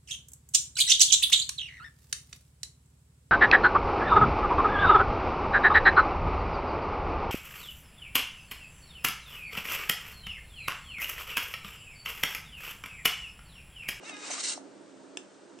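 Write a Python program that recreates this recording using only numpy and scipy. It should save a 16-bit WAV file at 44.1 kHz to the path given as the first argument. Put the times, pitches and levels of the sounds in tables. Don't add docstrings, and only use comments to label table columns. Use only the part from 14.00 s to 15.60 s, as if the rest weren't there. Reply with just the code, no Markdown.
import sys
import numpy as np
from scipy import signal
from scipy.fft import rfft, irfft, next_fast_len
from scipy.io import wavfile
from scipy.ndimage import uniform_filter1d, map_coordinates

SR = 44100
rng = np.random.default_rng(int(sys.argv[2]) if len(sys.argv) > 2 else 0)


def bounce(signal):
    frames = np.transpose(np.atleast_2d(signal))
    limited = np.clip(frames, -1, 1)
    pcm = np.round(limited * 32767).astype(np.int16)
    wavfile.write(sys.argv[1], SR, pcm)


N = 70560
TIME = np.arange(N) / SR
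TOP_HZ = 9020


def amp(db):
    return 10 ** (np.asarray(db) / 20)


def unit(x):
    return x / np.sqrt(np.mean(x ** 2) + 1e-20)


def along(points, hz):
    freqs, values = np.transpose(points)
    return np.interp(np.log(hz + 1), np.log(freqs + 1), values)


def curves(rows):
    times, *columns = np.transpose(rows)
    return [np.interp(TIME, times, column) for column in columns]


def wobble(rate):
    return map_coordinates(rng.standard_normal(N // 10), [TIME * rate], mode="wrap")


def filtered(x, response):
    size = next_fast_len(N + SR // 2)
    return irfft(rfft(x, size) * response(np.fft.rfftfreq(size, 1 / SR)), size)[..., :N]


def coloured(x, spectrum):
    return unit(filtered(x, lambda hz: amp(along(spectrum, hz)) * (hz < TOP_HZ)))


def noise_band(hz, width_hz):
    phase = 2 * np.pi * np.cumsum(hz * np.ones(N)) / SR
    return unit(wobble(width_hz) * np.cos(phase) + wobble(width_hz) * np.sin(phase))


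def struck(start, modes, attack_s):
    age = np.maximum(TIME - start, 0)
    ring = np.zeros(N)
    for k, (hz, db, t60) in enumerate(modes):
        decay = amp(db + rng.normal(0, 1) - 60 * age / t60)
        ring += (-1) ** k * decay * np.sin(2 * np.pi * hz * age)
    return ring * (1 - np.exp(-age / attack_s))


# (frequency [Hz], relative level [dB])
AIR_SPECTRUM = [(18, -77), (30, -48.5), (66, -57.5), (111, -19), (145, -17.5), (202, -6), (239, -11),
                (263, -6), (334, -0.5), (404, -7), (478, -6.5), (592, -7), (770, -15.5), (848, -13),
                (1030, -18), (1430, -17), (2150, -25), (6920, -28), (9000, -28), (11700, -64.5),
                (19800, -120)]
# (time [s], level [dB])
FAN_LEVEL = [(0, -54), (.55, -53), (.7, -51.5), (.82, -53), (.92, -55.5), (1.05, -52.5), (1.16, -51.5),
             (1.3, -56.5), (1.45, -57), (1.6, -54)]
# (frequency [Hz], level [dB])
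FAN_HUM = [(208, -71.5), (272, -61.5), (298, -65), (339, -70.5), (404, -67.5), (582, -72.5), (928, -73)]


def fan(hiss_from_hz=820):
    level_db, = curves(FAN_LEVEL)
    air = amp(level_db.mean()) * coloured(rng.standard_normal(N), AIR_SPECTRUM)
    whir = filtered(air, lambda hz: 1 / (1 + (hz / hiss_from_hz) ** 2))
    hiss = air - whir
    hum = sum(amp(db) * noise_band(hz, width_hz=16) for hz, db in FAN_HUM)
    return hiss + amp(level_db - level_db.mean()) * (whir + hum)


def grains(per_s=14000, spread_db=2):
    slips = rng.random(N) < per_s / SR
    sizes = amp(spread_db * rng.standard_normal(N))
    return slips * sizes * np.sign(rng.standard_normal(N))


# (time [s], level [dB])
SCRAPE_LEVEL = [(0, -74.5), (.045, -52), (.085, -50.5), (.11, -48), (.125, -62.5), (.19, -53.5),
                (.24, -44.5), (.283, -40), (.298, -44), (.308, -37.5), (.346, -36.5), (.355, -39),
                (.375, -43), (.398, -36.5), (.405, -33), (.424, -42.5), (.44, -31.5), (.463, -32.5),
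                (.476, -32.5), (.486, -32), (.503, -33), (.512, -36), (.539, -37.5), (.547, -49.5),
                (.578, -53), (.595, -70.5)]
# (time [s], level [dB])
RUB_LEVEL = [(0, -61), (.04, -56.5), (.1, -53), (.18, -59), (.25, -49), (.29, -47.5), (.33, -46.5),
             (.4, -47.5), (.425, -56), (.44, -52), (.53, -51.5), (.555, -57.5), (.6, -82)]
# (frequency [Hz], relative level [dB])
LIGHT_SPECTRUM = [(880, -51.5), (1500, -12.5), (1690, -16.5), (1950, -6.5), (2120, -3), (2250, -4),
                  (3320, -11), (3660, -5), (4350, -6), (9000, -5.5), (11700, -48), (19800, -120)]
HARD_SPECTRUM = [(880, -41), (1500, -10.5), (1720, -11), (1860, -22), (2020, -8), (2460, -12.5), (2710, -5),
                 (3250, -5), (3500, -14.5), (3610, -5), (3830, -0.5), (4900, -4), (5450, -4.5),
                 (5910, -2.5), (9000, -1), (11700, -35), (19800, -120)]
RUB_SPECTRUM = [(60, -61), (200, -34), (450, 0), (800, -0.5), (1300, 2.5), (2100, -2.5), (3000, -3.5),
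                (5000, -28)]
# (frequency [Hz], width [Hz], relative level [dB])
SCRAPE_BANDS = [(2030, 55, -8), (2780, 90, -9), (3950, 70, -3), (4150, 60, -6), (5505, 60, 2),
                (5880, 60, -3), (7100, 160, -2), (8700, 140, -1)]
# (time [s], length [s], from [Hz], to [Hz], width [Hz], level [dB])
DISC_GLIDES = [(.302, 0.041, 6350, 6100, 450, -39.5), (0.324, .1, 940, 1330, 160, -51.5)]
HARD_FROM_S, HARD_BY_S, FREE_S, RELEASE_DB_PER_S = 0.17, 0.5, 0.603, 513
SCRAPE_TRIM_DB, RUB_TRIM_DB, BANDS_GAIN_DB, JUDDER_DB = -1, 0.5, -12.5, 1.06


def scrape():
    scrape_db, = curves(SCRAPE_LEVEL)
    rub_db, = curves(RUB_LEVEL)
    hardness = np.clip((TIME - HARD_FROM_S) / (HARD_BY_S - HARD_FROM_S), 0, 1)
    light = np.sqrt(1 - hardness) * coloured(grains(), LIGHT_SPECTRUM)
    hard = np.sqrt(hardness) * coloured(grains(), HARD_SPECTRUM)
    bands = sum(amp(db) * noise_band(hz, width_hz) for hz, width_hz, db in SCRAPE_BANDS)
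    slight_ring = hardness * amp(BANDS_GAIN_DB) * bands
    friction = amp(scrape_db + SCRAPE_TRIM_DB) * (light + hard + slight_ring)
    friction += amp(rub_db + RUB_TRIM_DB) * coloured(grains(), RUB_SPECTRUM)
    for start, length, from_hz, to_hz, width_hz, db in DISC_GLIDES:
        progress = np.clip((TIME - start) / length, 0, 1)
        glide_hz = from_hz + (to_hz - from_hz) * progress
        friction += amp(db) * np.sin(np.pi * progress) * noise_band(glide_hz, width_hz)
    release_db = RELEASE_DB_PER_S * np.maximum(TIME - FREE_S, 0)
    return friction * amp(JUDDER_DB * wobble(170.1) - release_db)


# (time [s], slip rate [Hz], level before radiation [dB])
LIP_BUZZ = [(.015, 412, -64.5), (.04, 400, -55), (.072, 447, -55.5), (.096, 454, -56), (.115, 430, -54),
            (.14, 414, -53.5), (.2, 417, -54), (.26, 416, -54), (.3, 420, -56.5), (.33, 340, -61)]
# (frequency [Hz], gain [dB])
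DISC_RADIATION = [(400, -17.5), (850, -10), (1270, -5), (1660, -7), (2090, -6), (2480, -8), (2690, 5.5),
                  (2920, -9.5), (3330, -40), (3750, -2.5), (4120, -17.5), (5400, -11), (7000, -13.5)]


def stick_slip(harmonics=15, waver=.002, flicker_db=3.4):
    slip_hz, buzz_db = curves(LIP_BUZZ)
    phase = 2 * np.pi * np.cumsum(slip_hz * (1 + waver * wobble(120))) / SR
    buzz = np.zeros(N)
    for k in range(1, harmonics + 1):
        gain = amp(along(DISC_RADIATION, k * slip_hz) + flicker_db * wobble(33.6))
        buzz += gain * np.sin(k * phase + 2 * np.pi * rng.random())
    slipping = (TIME > LIP_BUZZ[0][0]) & (TIME < LIP_BUZZ[-1][0])
    soft_gate = uniform_filter1d(slipping.astype(float), size=400)
    return np.sqrt(2) * soft_gate * amp(buzz_db) * buzz


# (time [s], level [dB])
CASE_KNOCKS = [(.032, -41), (.0955, -40), (.1275, -41.5), (.302, -34), (.3075, -35.5), (.5755, -33.5)]
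# (frequency [Hz], relative level [dB], t60 [s])
CASE_MODES = [(581, -8.5, 0.048), (714, 3.5, 0.017), (890, -3.5, 0.018), (1130, -3.5, .012)]


def knocks():
    return sum(amp(db) * struck(start, CASE_MODES, attack_s=0.00056) for start, db in CASE_KNOCKS)


# (time [s], level [dB])
PLASTIC_CLICKS = [(0.0941, -34.5), (0.0963, -31.5), (0.1412, -38.5), (0.1672, -35.5), (0.279, -43),
                  (1.1715, -21), (1.5882, -43)]
# (frequency [Hz], relative level [dB], t60 [s])
PLASTIC_MODES = [(372, -19.5, 0.058), (908, -19.5, 0.01), (1737, -17.5, 0.023), (2424, -8.5, 0.0081),
                 (2700, -4, .013), (3040, -11, 0.016), (3510, -5.5, 0.01), (5240, -7.5, 0.0094),
                 (6064, -12, 0.009), (6360, -12, 0.012), (7510, -6, 0.009), (8780, -12, 0.014)]


def clicks(crack_db=-13, crack_t60_s=0.0065):
    sound = np.zeros(N)
    for start, db in PLASTIC_CLICKS:
        decay = (TIME > start) * amp(crack_db - 60 * np.abs(TIME - start) / crack_t60_s)
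        crack = decay * rng.standard_normal(N)
        sound += amp(db) * (struck(start, PLASTIC_MODES, attack_s=0.00042) + crack)
    return sound


# (frequency [Hz], t60 [s])
ROOM_DECAY = [(200, 0.47), (2800, 0.2), (8000, 0.23)]


def room(x):
    hz, age, noise = signal.stft(rng.standard_normal(SR // 2), SR, nperseg=256)
    decay = amp(-60 * age / along(ROOM_DECAY, hz)[:, None])
    _, tail = signal.istft(noise * decay, SR, nperseg=256)
    delayed = np.pad(x, (220, 0))
    return signal.fftconvolve(delayed, tail / np.linalg.norm(tail))[:N]


def scene(rubbing_room_db=-15.5, hits_room_db=-11.5, side_room_db=-14):
    rubbing = scrape() + stick_slip()
    hits = clicks() + knocks()
    direct = rubbing + hits + fan()
    mid = direct + room(amp(rubbing_room_db) * rubbing + amp(hits_room_db) * hits)
    side = amp(side_room_db) * room(rubbing + hits)
    return np.array([mid + side, mid - side])


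# (frequency [Hz], gain [linear])
EARLY_COPY = [(200, 0.57), (1000, 0.47), (2200, 0.69), (4500, 0.15), (8500, 0.23)]
LATE_COPY = [(2000, .01), (3200, .1), (4500, .22), (8500, 0.57)]
EARLY_S, LATE_S = .00162, .00403


def record(dry):
    def widener(hz):
        early = along(EARLY_COPY, hz) * np.exp(-2j * np.pi * hz * EARLY_S)
        late = along(LATE_COPY, hz) * np.exp(-2j * np.pi * hz * LATE_S)
        return early - late

    side = filtered(dry.mean(axis=0), widener)
    return filtered(dry + np.array([side, -side]), lambda hz: hz < TOP_HZ)


dry = scene()
out = record(dry)
bounce(out)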